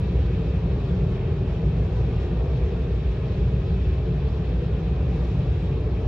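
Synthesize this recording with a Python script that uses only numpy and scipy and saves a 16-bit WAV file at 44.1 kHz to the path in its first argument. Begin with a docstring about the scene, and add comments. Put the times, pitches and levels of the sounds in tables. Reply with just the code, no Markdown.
"""Large blowers dry a car at the end of a wash tunnel, heard inside it with the windows closed: a steady rush of air.
The unbalanced fan shafts hum as one slowly swelling sine; the jets shake the panels into a low boom of noise.
Duct roar and a thin hiss through glass and seals are noise coloured by the cabin, with short reflections.
A hand-held two-port microphone hears these; its recorder adds two very faint, narrow flickering
noise bands near 12 kHz."""
import sys
import numpy as np
from scipy import signal
from scipy.fft import rfft, irfft, next_fast_len
from scipy.io import wavfile

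SR = 44100
rng = np.random.default_rng(int(sys.argv[2]) if len(sys.argv) > 2 else 0)


def put_to_file(sound):
    """Save the sound as 16-bit audio at rate SR, in the file named by the first command-line argument."""
    columns = np.atleast_2d(sound).T  # one column per channel
    safe = np.clip(columns, -1, 1)
    whole_steps = np.round(safe * 32767)
    wavfile.write(sys.argv[1], SR, whole_steps.astype(np.int16))


N = 267951   # samples


def from_db(db):
    """Decibels to gain."""
    return 10 ** (np.asarray(db) / 20)


def rms_one(x):
    """Scale to unit rms."""
    return x / np.sqrt(np.mean(x ** 2) + 1e-20)


def in_time(rows):
    """Table columns as straight-line curves over time, one value a sample."""
    s, *columns = np.transpose(rows)
    return [np.interp(np.arange(N) / SR, s, column) for column in columns]


def at_hz(points, hz, outside=None):
    """Read the columns of (hz, value, ..) rows on a log-frequency axis."""
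    where_hz, *columns = np.transpose(points)
    return [np.interp(np.log(hz), np.log(where_hz), column, left=outside, right=outside)
            for column in columns]


def drift(rate_hz):
    """Slow random wandering of rms 1: noise through two equal one-pole low-passes."""
    stride = 40   # samples between the points of the slow noise
    pole = np.exp(-2 * np.pi * rate_hz * stride / SR)
    noise = rng.standard_normal(N // stride + 2002)
    slow = signal.lfilter([1], [1, -2 * pole, pole * pole], noise)
    slow = rms_one(slow[2000:])   # the filter has settled by here
    return np.interp(np.arange(N) / stride, np.arange(len(slow)), slow)


def turbulence(spectrum, gust_db, patch_db, patch_rate_hz, bright_db=0):
    """Air noise of rms 1, coloured by its path and the cabin resonances, at both microphone ports."""
    # cabin and glass resonances: centre_hz, width_hz, lift_db
    resonances = [(47, 4.3, -0.5), (72, 7, 0), (108, 16, 1.5), (124.5, 4, -0.5), (132, 15, 2.5),
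                  (146.5, 10, 1), (174, 6.5, 2), (241, 27, 2), (295, 19, 4), (340, 14, 3), (380, 35, 5.5),
                  (415, 17, -1.5), (433.5, 5, 6.5), (453, 14, 5), (487.3, 35, 4.5), (515, 21, -2.5),
                  (554, 22, 1), (600, 16, 3.5), (640, 15, 3.5), (790, 43, 1), (875, 15, -1), (960, 51, 1),
                  (1070, 79, 3), (1177, 66, 2.5), (1870, 140, 2.5), (2220, 120, 2), (2457, 220, 4.5),
                  (2653, 140, 4), (2890, 160, -2), (3050, 80, 3), (3150, 90, 1), (3370, 140, 3.5),
                  (3400, 90, 0.5), (3770, 150, 3.5)]
    # the two microphone ports: hz, share of sound common to both (0-1), left_lead_rad, left_over_right_db
    port_rows = [(70, .9999, 0, 0), (180, .998, -.03, .5), (270, .97, -.12, 1.4), (450, .92, -.27, 1.7),
                 (750, .55, -.42, 1.8), (1700, .82, -.3, .9), (2450, .68, -.15, .9), (2900, .33, -1.3, -.6),
                 (3600, .46, -1.75, -.7), (4700, .1, .2, -.3), (5600, .7, 1, .2), (6400, .8, 1.59, 0),
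                 (8200, .76, 2.9, 0), (8900, .85, 3.14, 0), (9900, .998, 3.14, 0)]
    size = next_fast_len(N)
    hz = np.maximum(np.arange(size // 2 + 1) * SR / size, 1)

    lift_db = 0
    for centre_hz, width_hz, peak_db in resonances:
        lift_db = lift_db + peak_db / (1 + (2 * (hz - centre_hz) / width_hz) ** 2)
    colour = from_db(at_hz(spectrum, hz, outside=-150)[0] + lift_db)

    # the common sound reaches one port ahead of the other, the diffuse rest is separate in each
    both, left, right = rfft(rng.standard_normal((3, N)), size)
    share, lead_rad, tilt_db = at_hz(port_rows, hz)
    side = np.array([[.5], [-.5]])   # left, right
    common = np.sqrt(share) * both * np.exp(1j * side * lead_rad)
    diffuse = np.sqrt(1 - share) * np.array([left, right])
    ports = (common + diffuse) * colour * from_db(side * tilt_db)

    # overlapping half-octave bands swell together with the gusts and each a little on its own
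    half_octave = 2 * np.log2(hz)
    gusts = gust_db * drift(1.2)
    lowest, highest = (int(2 * np.log2(spectrum[end][0])) for end in (0, -1))
    out = 0
    for k in range(lowest, highest + 2):
        weight = np.clip(1 - abs(half_octave - k), 0, 1)
        band = irfft(ports * weight, size)[:, :N]
        octaves_up = np.clip(k / 2 - np.log2(2500), 0, 2)   # above 2.5 kHz, no more than two
        patches = patch_db * drift(patch_rate_hz)
        out = out + band * from_db(gusts + patches + bright_db * octaves_up)
    return rms_one(out)


def motor_hum():
    """Each turn of the unbalanced fan wheels gives one push, a little under mains speed, barely wandering."""
    # the shaft hum swells and sags slowly: time_s, level_db (rms)
    shaft_level = [(0, -25.5), (.4, -28.5), (2.1, -31), (3.5, -26), (4.7, -29.5), (5.5, -29), (6.08, -30)]
    shaft_hz = 59.33
    level_db, = in_time(shaft_level)
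    phase = 2 * np.pi * np.cumsum(shaft_hz + .08 * drift(1.5)) / SR
    return np.sqrt(2) * from_db(level_db) * np.sin(phase)


def panel_boom():
    """The jets shake the roof and door panels, which turn the push of the air into low noise."""
    # roof and door panels, before the cabin resonances: hz, relative density_db (per Hz)
    panel_spectrum = [(15, -41.5), (22, -30), (30, -29.5), (35, -24.5), (39, -19.5), (44, -7), (52, -2.5),
                      (66, 1), (92, -5), (172, -7), (187, -11), (216, -24), (260, -28.5), (400, -61.5)]
    # the boom surges with the jets: time_s, level_db
    surges = [(0, -22), (.6, -23), (1.1, -22.5), (1.6, -23), (2.1, -23), (2.6, -24.5), (3.1, -24.5),
              (3.7, -22.5), (4.3, -24), (4.9, -24), (5.4, -24), (6.08, -24)]
    level_db, = in_time(surges)
    return from_db(level_db) * turbulence(panel_spectrum, gust_db=0.0, patch_db=1.2, patch_rate_hz=2.7)


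def duct_roar():
    """Rushing air in the ducts makes a noise that passes the shell and is coloured by the cabin modes."""
    # ducts heard through the shell, before the cabin resonances: hz, relative density_db (per Hz)
    duct_spectrum = [(110, -32), (190, -8.5), (221, -14), (284, -10.5), (313, -12.5), (350, -6), (442, -10),
                     (532, -13.5), (600, -16), (677, -19.5), (764, -18), (883, -23), (1300, -31),
                     (1690, -57.5), (2860, -120)]
    # the roar: time_s, level_db
    roar_level = [(0, -35), (1, -34), (2.4, -34), (3.1, -35), (3.9, -35.5), (4.7, -35), (6.08, -34)]
    level_db, = in_time(roar_level)
    return from_db(level_db) * turbulence(duct_spectrum, gust_db=-0.38, patch_db=0.83, patch_rate_hz=3.3)


def jet_hiss():
    """Jet noise comes thin through glass and door seals, and brightens for moments."""
    # jet noise through glass and seals, before the cabin resonances: hz, relative density_db (per Hz)
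    seal_spectrum = [(900, -24.5), (1250, -2.5), (1600, -1.5), (2050, -5.5), (2800, -4), (3950, -8.5),
                     (4200, -10), (5000, -14.5), (7000, -24), (8500, -30), (10000, -39), (11500, -45),
                     (13000, -53), (15500, -59)]
    # the hiss: time_s, level_db
    hiss_level = [(0, -49.5), (.8, -49.5), (1.6, -50), (2.3, -50), (3, -49.5), (3.7, -49.5), (4.4, -50),
                  (5.2, -49.5), (5.55, -49.5), (5.8, -51), (6.08, -50.5)]
    # brighter moments: centre_s, half_length_s, tilt_db_per_octave (2.5 to 10 kHz, even above)
    brighter_moments = [(.85, .06, 1.5), (1.9, .25, 1.1), (2.225, 0.027, 3.5), (5.3, .2, 2),
                        (5.62, .08, 2.2)]
    s = np.arange(N) / SR
    bright_db = 0
    for centre_s, half_s, tilt_db in brighter_moments:
        bright_db = bright_db + tilt_db * np.exp(-((s - centre_s) / half_s) ** 2)
    level_db, = in_time(hiss_level)
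    return from_db(level_db) * turbulence(seal_spectrum, gust_db=0.36, patch_db=1.05, patch_rate_hz=11,
                                          bright_db=bright_db)


def cabin_echoes(x):
    """Glass and dash send the sound back; the hand-held microphone sways, so the coloured ridges wander."""
    # reflections from glass and dash: delay_s, level_db (against the direct sound)
    reflections = [(.0043, -15.5), (.0071, -16.5), (0.0118, -17)]
    sway_s = 0.00027   # rms wander of each delay
    n = np.arange(N)
    out = x.copy()
    for delay_s, level_db in reflections:
        late = n - SR * (delay_s + sway_s * drift(0.51))
        out += from_db(level_db) * np.array([np.interp(late, n, port) for port in x])
    return out * np.sqrt(np.mean(x ** 2) / np.mean(out ** 2))   # same rms as before


def treble_bands():
    """Two very faint, narrow flickering noise bands near 12 kHz, added by the recorder alike in both channels."""
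    # the faint bands: centre_hz, level_db (before the flicker)
    faint_bands = [(11875, -96.5), (12125, -96.5)]
    width_hz, flicker_db = 120, 2.5
    out = 0
    for hz, level_db in faint_bands:
        edges_hz = [hz - width_hz / 2, hz + width_hz / 2]
        band_pass = signal.butter(3, edges_hz, "band", fs=SR, output="sos")
        band = rms_one(signal.sosfilt(band_pass, rng.standard_normal(N)))
        out = out + band * from_db(level_db + flicker_db * drift(15))
    return out


def scene():
    """Hum, boom, roar and hiss in the cabin, plus the faint bands; only roar and hiss get the reflections."""
    air = cabin_echoes(duct_roar() + jet_hiss())
    return motor_hum() + panel_boom() + air + treble_bands()


def record(dry):
    """A steep low-pass cuts the top, 70 dB down from 15.8 kHz."""
    low_pass = signal.cheby2(12, 70, 15800, fs=SR, output="sos")
    return signal.sosfilt(low_pass, dry)


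dry = scene()
out = record(dry)
put_to_file(out)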